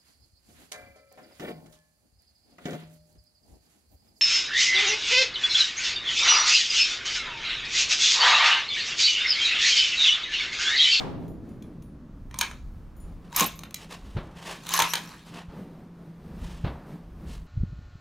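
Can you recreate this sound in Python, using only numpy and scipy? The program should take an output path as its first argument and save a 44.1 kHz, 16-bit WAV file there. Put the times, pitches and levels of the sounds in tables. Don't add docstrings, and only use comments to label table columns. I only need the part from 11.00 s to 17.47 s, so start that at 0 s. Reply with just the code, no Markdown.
import sys
import numpy as np
from scipy import signal
from scipy.fft import rfft, irfft, next_fast_len
from scipy.io import wavfile
from scipy.ndimage import uniform_filter1d, map_coordinates

SR = 44100
rng = np.random.default_rng(int(sys.argv[2]) if len(sys.argv) > 2 else 0)


def master_out(mix):
    frames = np.transpose(np.atleast_2d(mix))
    ceiling = np.clip(frames, -1, 1)
    pcm = np.round(ceiling * 32767).astype(np.int16)
    wavfile.write(sys.argv[1], SR, pcm)


N = 285194


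def amp(db):
    return 10 ** (np.asarray(db) / 20)


def unit(x):
    return x / np.sqrt(np.mean(x ** 2) + 1e-20)


def along(points, hz):
    f, v = np.transpose(points)
    return np.interp(np.log(hz + 1), np.log(f + 1), v)


def level(rows):
    s, db = np.transpose(rows)
    return amp(np.interp(np.arange(N) / SR, s, db))


def wobble(rate):
    knots = rng.standard_normal(int(N * rate / SR) + 4)
    return map_coordinates(knots, [np.arange(N) * rate / SR])


def filtered(x, response):
    n = x.shape[-1]
    m = next_fast_len(n + 8192)
    return irfft(rfft(x, m) * response(np.fft.rfftfreq(m, 1 / SR)), m)[..., :n]


def noise(spectrum, size, tilt=0):
    def colour(hz):
        octaves = np.log2(np.clip(hz, 1200, 8000))
        return amp(along(spectrum, hz) + tilt * octaves)
    return unit(filtered(rng.standard_normal(size), colour))


def fade(t, t60):
    return np.exp(-np.log(1000) * t / t60)


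def dying(spectrum, t60s, size):
    hz, t, z = signal.stft(noise(spectrum, size), SR, nperseg=256)
    decay = fade(t, along(t60s, hz)[:, None])
    return signal.istft(z * decay, SR, nperseg=256)[1][:size]


def ring(modes, t, scatter_db, detune):
    total = 0
    for hz, db, t60 in modes:
        strength = amp(db + scatter_db * rng.normal())
        pitch = hz * (1 + detune * rng.normal())
        total = total + strength * fade(t, t60) * np.sin(2 * np.pi * pitch * t)
    return total


def add(track, s, sound):
    part = track[..., round(s * SR):][..., :sound.shape[-1]]
    part += sound[..., :part.shape[-1]]


def spread(mid, side):
    return np.array([mid + side, mid - side])


def stroke(s, db, attack, hold, release):
    t = np.arange(N) / SR - s
    return amp(db) * fade(np.maximum(-t, 0), attack) * fade(np.maximum(t - hold, 0), release)


def patchy(x, depth_db, width_size=5, span_size=9):
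    z = signal.stft(x, nperseg=256)[2]
    field = uniform_filter1d(rng.standard_normal(z.shape), width_size, axis=0)
    field = uniform_filter1d(field, span_size, axis=1)
    return unit(signal.istft(z * amp(depth_db * unit(field)), nperseg=256)[1][:len(x)])


# frequency in Hz, t60 in seconds.
ROOF_T60 = [(200, 0.49), (1000, 0.32), (3000, 0.35), (7000, 0.45), (14000, 0.1)]
# frequency in Hz, relative level in dB.
ROOF_COLOUR = [(150, 7.5), (600, 1), (950, -3.5), (1400, 0), (2300, 1.5), (4500, -5), (8000, -8),
               (15000, -12.5)]


def roofed(x, wet_db, delay=0.014, early_db=-6, late_db=-9, slap_t60=0.16, side_db=-10, near_db=-13):
    t = np.arange(SR // 2) / SR
    bench = amp(early_db) * (t > .003)
    slap = np.where(t < delay, bench, fade(np.abs(t - delay), slap_t60))

    def tail():
        linger = amp(late_db) * (t > delay) * dying(ROOF_COLOUR, ROOF_T60, len(t))
        return slap * noise(ROOF_COLOUR, len(t)) + linger

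    answer = spread(tail(), amp(side_db) * tail())
    answer = amp(wet_db) * answer / np.linalg.norm(answer[0])
    near = rng.standard_normal(len(t)) * fade(t, .012)
    answer = answer + spread(0, amp(near_db) * near / np.linalg.norm(near))
    return x + signal.fftconvolve(x[None], answer, axes=1)[:, :len(x)]


# frequency in Hz, gain in dB.
REFLECTION = [(500, -25), (2500, -10), (4500, -17.5), (9000, -28)]
REFLECTION_S = .0195


def reflected(x):
    def response(hz):
        return amp(along(REFLECTION, hz)) * np.exp(-2j * np.pi * hz * REFLECTION_S)
    return x + filtered(x, response)


# time of the peak in seconds, relative buffet level in dB,
# time from peak to 1/e in seconds, relative level in dB of the eddies that differ left to right.
GUSTS = [(.1, -45, 0.23, -48), (1.1, -45, 0.38, -71), (1.9, -41.5, 0.5, -55.5), (3.08, -40, 0.094, -78),
         (5.48, -37.5, 0.16, -81), (6.42, -35.5, 0.28, -81)]
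CALM_DB = -56.5


def gusts():
    t = np.arange(N) / SR
    buffet, eddies = amp(CALM_DB), 0
    for s, db, width, eddy_db in GUSTS:
        swell = np.exp(-((t - s) / width) ** 2)
        buffet = buffet + amp(db) * swell
        eddies = eddies + amp(eddy_db) * swell
    return buffet, eddies


# frequency in Hz, relative level in dB per Hz.
RUMBLE = [(12, -15), (25, 0), (60, 1.5), (100, -7), (150, -15), (300, -36.5), (800, -59.5)]
# time in seconds, relative level in dB.
RANGE_LEVEL = [(0, -49), (.6, -49), (1.0, -61), (2.4, -50.5), (4.2, -50.5), (4.65, -46.5), (6.47, -48.5)]
# frequency in Hz, relative level in dB per Hz.
AIR = [(59, -37), (100, -12.5), (170, 0), (197, -3.5), (343, -13), (836, -23.5), (3470, -41), (4200, -42),
       (7610, -50.5), (9410, -47), (10900, -53), (14400, -47.5), (16000, -62.5)]
# frequency in Hz, relative level in dB per Hz.
HISS = [(60, -5.5), (400, -1.5), (1100, 7), (2500, -8.5), (6500, -15.5), (8000, -23), (15000, -32)]


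def outdoors(wind_db=-2.0, air_db=0, hiss_db=-65, side_db=-9, hum_hz=168, hum_db=-1):
    buffet, swirl = gusts()
    wind = buffet * amp(wind_db + 2.3 * wobble(6.2)) * noise(RUMBLE, N)
    eddy_colour = [(15, -9), (70, 6.5), (140, -9.0), (300, -23), (900, -67.0)]  # (Hz, dB per Hz)
    eddies = swirl * amp(3 * wobble(7)) * noise(eddy_colour, N)
    air = level(RANGE_LEVEL) * amp(air_db + 2.8 * wobble(12)) * noise(AIR, N)
    hiss = amp(hiss_db) * spread(noise(HISS, N), amp(side_db) * noise(HISS, N))
    phase = 2 * np.pi * np.cumsum(hum_hz + 3 * wobble(10)) / SR
    hum = level(RANGE_LEVEL) * amp(hum_db + 4.1 * wobble(11)) * np.sin(phase)
    return spread(wind + air + hum, eddies) + hiss


# start in seconds, level in dB, rise constant in seconds,
# width as side level in dB.
ROLLS = [(0, -34, 0.0011, -1), (4.48, -46, 0.022, -24)]
# frequency in Hz, relative level in dB per Hz.
ROLL = [(40, -10), (220, -2.5), (450, -8.5), (900, -9), (1800, -20), (4000, -25), (7000, -35.5),
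        (15000, -49.5)]
# frequency in Hz, t60 in seconds.
ROLL_T60 = [(200, 8.44), (450, 1.9), (1000, 0.76), (3500, 0.62), (10000, 0.3)]


def rolling_echo():
    out, t = np.zeros((2, N)), np.arange(N) / SR
    for s, db, rise, side_db in ROLLS:
        middle = dying(ROLL, ROLL_T60, N)
        side = amp(side_db) * fade(t, 2.3) * dying(ROLL, ROLL_T60, N)
        add(out, s, amp(db) * (1 - np.exp(-t / rise)) * spread(middle, side))
    return out


# start in seconds, ring level in dB, tick level in dB.
TINKLES = [(.28, -65, -58), (.49, -69, -65), (.624, -69, -50), (.823, -68, -56), (1.966, -62.5, -68),
           (2.001, -60.5, -68)]
# frequency in Hz, relative level in dB, t60 in seconds.
LOOSE_BRASS = [(7000, -8, .35), (9730, -2, 0.33), (10250, -9.5, 0.23), (14300, -1, .25)]
# frequency in Hz, relative level in dB per Hz.
CRACK = [(60, -55.5), (250, -33), (600, -13.5), (1500, -4.5), (2500, -3), (4000, -0.5), (4900, -8),
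         (6600, 2), (7700, -11), (9500, -5.5), (10600, -16), (13000, -6), (16000, -17.5)]


def loose_brass(tick_t60=0.03):
    out, t = np.zeros(N), np.arange(SR // 2) / SR
    for s, ring_db, tick_db in TINKLES:
        tick = amp(tick_db) * noise(CRACK, len(t)) * fade(t, tick_t60)
        thin_ring = amp(ring_db) * ring(LOOSE_BRASS, t, scatter_db=3.5, detune=.008)
        add(out, s, tick + thin_ring)
    return roofed(out, wet_db=-9)


# start in seconds, relative level in dB, brightness in dB per octave,
# relative level of the stock knock in dB.
CONTACTS = [(1.311, -44.5, -5.5, -49.5), (1.3422, -36.5, -4, -40.5), (1.388, -21.5, 7, -39),
            (1.4112, -14, -3, -29), (1.512, -36, -8.5, -47), (2.327, -39.5, -5.5, -41),
            (2.347, -40, -2.5, -43.5), (2.3622, -17.5, 8, -39.5), (2.379, -26.5, 7, -34.5),
            (2.3883, -23, 9.5, -32), (2.396, -16, 2.5, -34.5), (2.4069, -13.5, 4, -21),
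            (2.4419, -25.5, 12.5, -44.5), (2.591, -36.5, 2, -49.5), (2.6347, -34, -5.5, -49),
            (2.7083, -44, -1, -53), (2.743, -26, 3.5, -60), (3.667, -35, 2, -53), (3.69, -26, 2, -47.5),
            (3.738, -15.5, 2.5, -21.5), (3.75, -25, 3, -36), (3.7905, -16, -0.5, -16.5),
            (3.8005, -13.5, -3.5, -17), (3.8205, -15.5, -3, -34), (3.9354, -16, -3, -26.5),
            (3.954, -21, -4, -33)]
# frequency in Hz, relative level in dB, t60 in seconds.
ACTION = [(2360, -1, 0.032), (3900, -1, 0.044), (4140, -5.5, 0.031), (5940, -4, 0.031), (6380, -3, 0.059),
          (8860, -6.5, 0.059), (9750, -10.5, 0.044)]
# frequency in Hz, relative level in dB, t60 in seconds.
STOCK = [(484, -18, 0.05), (680, -14.5, .03), (853, -10.5, 0.033), (953.7, 1, 0.085), (1043, -2.5, 0.075),
         (1180, -10, 0.025)]
# from and to, in seconds.
OPEN_S = (2.35, 3.76)
OPEN_PITCH = 1.11
HARD_DB, REBOUND_S, REBOUND_DB = -19, 0.0021, -8


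def bolt(crack_t60=.012, crack_db=19, steel_db=-13, knock_db=-1, attack=0.0007):
    out, t = np.zeros((2, N)), np.arange(SR // 2) / SR
    onset = 1 - np.exp(-t / attack)
    burst = fade(t, crack_t60) * onset
    for s, db, tilt, stock_db in CONTACTS:
        rebound_delay = REBOUND_S * amp(db - HARD_DB)
        rebound = amp(REBOUND_DB) * np.interp(t - rebound_delay, t, burst)
        crack = noise(CRACK, len(t), tilt) * (burst + rebound)
        crack = amp(crack_db) * crack / np.linalg.norm(crack)
        steel = amp(steel_db) * ring(ACTION, t, scatter_db=-1, detune=0.0076) * onset
        pitch = OPEN_PITCH if OPEN_S[0] < s < OPEN_S[1] else 1
        knock = amp(stock_db + knock_db) * ring(STOCK, pitch * t, scatter_db=4.5, detune=0.01) * onset
        contact = reflected(amp(db) * (crack + steel))
        add(out, s, roofed(contact, wet_db=-7.5, near_db=-13.5, side_db=-10.5))
        add(out, s, roofed(knock, wet_db=-6.5, near_db=-17))
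    return out


# time of full speed in seconds, relative level
# in dB, attack t60 in seconds, hold in seconds, release t60 in seconds.
SLIDES = [(1.409, -41, 0.14, 0.011, 0.37), (2.376, -28, 0.11, 0.037, 0.24), (3.735, -29.5, 0.26, .09, 0.4),
          (3.981, -50.5, .2, 0.11, 0.83)]
# frequency in Hz, relative level in dB per Hz.
SCRAPE = [(180, -48.5), (300, -14), (511, -18), (1040, 2.5), (1410, -5), (3520, -6), (3830, -2), (4590, -8),
          (6740, -11), (7690, -14), (12500, -18), (16000, -25.5)]
# time of the peak in seconds, pitch in Hz, relative level
# in dB, length between the 1/e points in seconds.
SQUEALS = [(3.766, 12800, -35, 0.012), (3.776, 10300, -38.5, .016), (3.902, 11380, -47, 0.041),
           (3.91, 5820, -43, 0.042)]


def slide(waver=.02):
    speed = sum(stroke(*row) for row in SLIDES)
    grains = noise(SCRAPE, N) * amp(3 * wobble(400))
    friction = speed * patchy(grains, depth_db=3.5) * amp(1)
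    t = np.arange(N) / SR
    for s, hz, db, length in SQUEALS:
        tone = np.sin(2 * np.pi * np.cumsum(hz * (1 + waver * wobble(600))) / SR)
        friction = friction + amp(db + 7.5) * np.exp(-(2 * (t - s) / length) ** 2) * tone
    return roofed(friction, wet_db=-6.5, near_db=-13, side_db=-11)


# frequency in Hz, relative level in dB, t60 in seconds.
SPRING = [(2245, 1, 0.085), (2395, 7.5, 0.04), (2560, -10, 0.13)]


def cocking(s=1.412, db=-29):
    out, t = np.zeros(N), np.arange(SR // 2) / SR
    onset = 1 - np.exp(-t / 0.00061)
    add(out, s, amp(db) * ring(SPRING, t, scatter_db=1.5, detune=0.0069) * onset)
    return roofed(out, wet_db=-9.5)


# time of full speed in seconds, relative level in dB,
# hold in seconds, brightness in dB per octave.
RUBS = [(2.243, -62.5, 0.027, -2.5), (2.799, -50, 0.028, 0.5), (2.912, -43.5, 0.024, 0),
        (3.01, -60.5, 0.15, 0), (3.38, -51, .05, -0.5), (3.47, -40, 0.046, 0), (4.271, -52, 0.021, 0.5),
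        (4.347, -46.5, 0.037, -2), (5.435, -54, 0.1, 0), (6.292, -53.5, 0.044, 2)]
# frequency in Hz, relative level in dB per Hz.
CLOTH = [(180, -40), (300, -5), (1120, 1), (1340, -7), (1780, -3.5), (2360, -7.5), (2700, -3), (7440, -14),
         (9880, -18), (16000, -31)]
RUB_ATTACK, RUB_RELEASE = 2.7, 6.5


def sleeve(grain_db=2.0):
    rubs = np.zeros(N)
    for s, db, hold, tilt in RUBS:
        rubs += stroke(s, db, RUB_ATTACK * hold, hold, RUB_RELEASE * hold) * noise(CLOTH, N, tilt)
    grain = unit(amp(grain_db * wobble(150)))
    return roofed(rubs * grain * amp(2.5), wet_db=-13.5, side_db=-15.5, near_db=-21)


# start in seconds, relative level in dB,
# t60 in seconds of the damping by bolt and fingers.
PINGS = [(2.363, -15.5, 0.089), (2.398, -24, 0.36), (2.462, -21.5, 0.13), (2.557, -47.5, 1),
         (2.635, -54, 0.37), (2.7435, -37, 0.066)]
# frequency in Hz, relative level in dB, t60 in seconds before damping.
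BRASS = [(11660, 1, 0.18), (12880, -14.5, 0.18), (15280, -5, .26)]


def case():
    out, t = np.zeros(N), np.arange(SR // 2) / SR
    for s, db, damping in PINGS:
        ping = fade(t, damping) * ring(BRASS, t, scatter_db=-0.5, detune=0.0012)
        add(out, s, amp(db - 2.5) * ping)
    return roofed(out, wet_db=-12.5, near_db=-22.0)


def jolt(s=2.409, db=-31, t60=0.17, rise=.008):
    t = np.arange(SR // 2) / SR
    out = np.zeros((2, N))
    colour = [(80, -34), (180, 0.5), (330, -6.5), (520, -7.0), (800, -5.5), (1500, -29.5)]  # (Hz, dB per Hz)
    body = noise(colour, len(t))
    add(out, s, amp(db + 11) * body * fade(t, t60) * (1 - np.exp(-t / rise)))
    return out


# start in seconds, pressure wave level in dB, its length in seconds,
# relative level of the scattered sound in dB.
SHOTS = [(3.15, -25.5, 0.012, -51), (3.163, -20, 0.0079, -30.5), (4.482, -34, .012, -54),
         (5.64, -16.5, 0.0086, -30.5), (5.664, -22.5, 0.0075, -33.5)]
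# frequency in Hz, relative level in dB per Hz.
REPORT = [(40, -16), (130, 0.5), (300, -4), (800, -6), (1600, -13.5), (4000, -21), (6000, -41.5),
          (15000, -78)]


def shots(t60=0.19, linger_db=-11, linger_t60=0.89, side_db=-22, dull_db=-6, boom_db=-15, boom_t60=0.43):
    out, t = np.zeros((2, N)), np.arange(SR) / SR
    swell = 1 - np.exp(-(t / 0.007) ** 2)

    def echoes():
        prompt = fade(t, t60) * noise(REPORT, len(t))
        return prompt + amp(linger_db) * fade(t, linger_t60) * noise(REPORT, len(t), dull_db)

    for s, wave_db, length, scatter_db in SHOTS:
        push_pull = np.sin(2 * np.pi * t / length) * (t < length)
        wave = amp(wave_db) * push_pull * np.clip(.5 + t / length, 0, 1)
        boom = amp(wave_db + boom_db) * swell * fade(t, boom_t60) * noise(RUMBLE, len(t))
        scattered = amp(scatter_db) * swell * spread(echoes(), amp(side_db) * echoes())
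        add(out, s, wave + boom + scattered)
    return out


def scene():
    rifle = bolt() + slide() + cocking() + sleeve() + case() + jolt()
    return outdoors() + rolling_echo() + loose_brass() + rifle + shots()


TOP_HZ = 15900


def record(dry):
    return filtered(dry, lambda hz: 1 / (1 + (hz / TOP_HZ) ** 160))


dry = scene()
out = record(dry)
master_out(out)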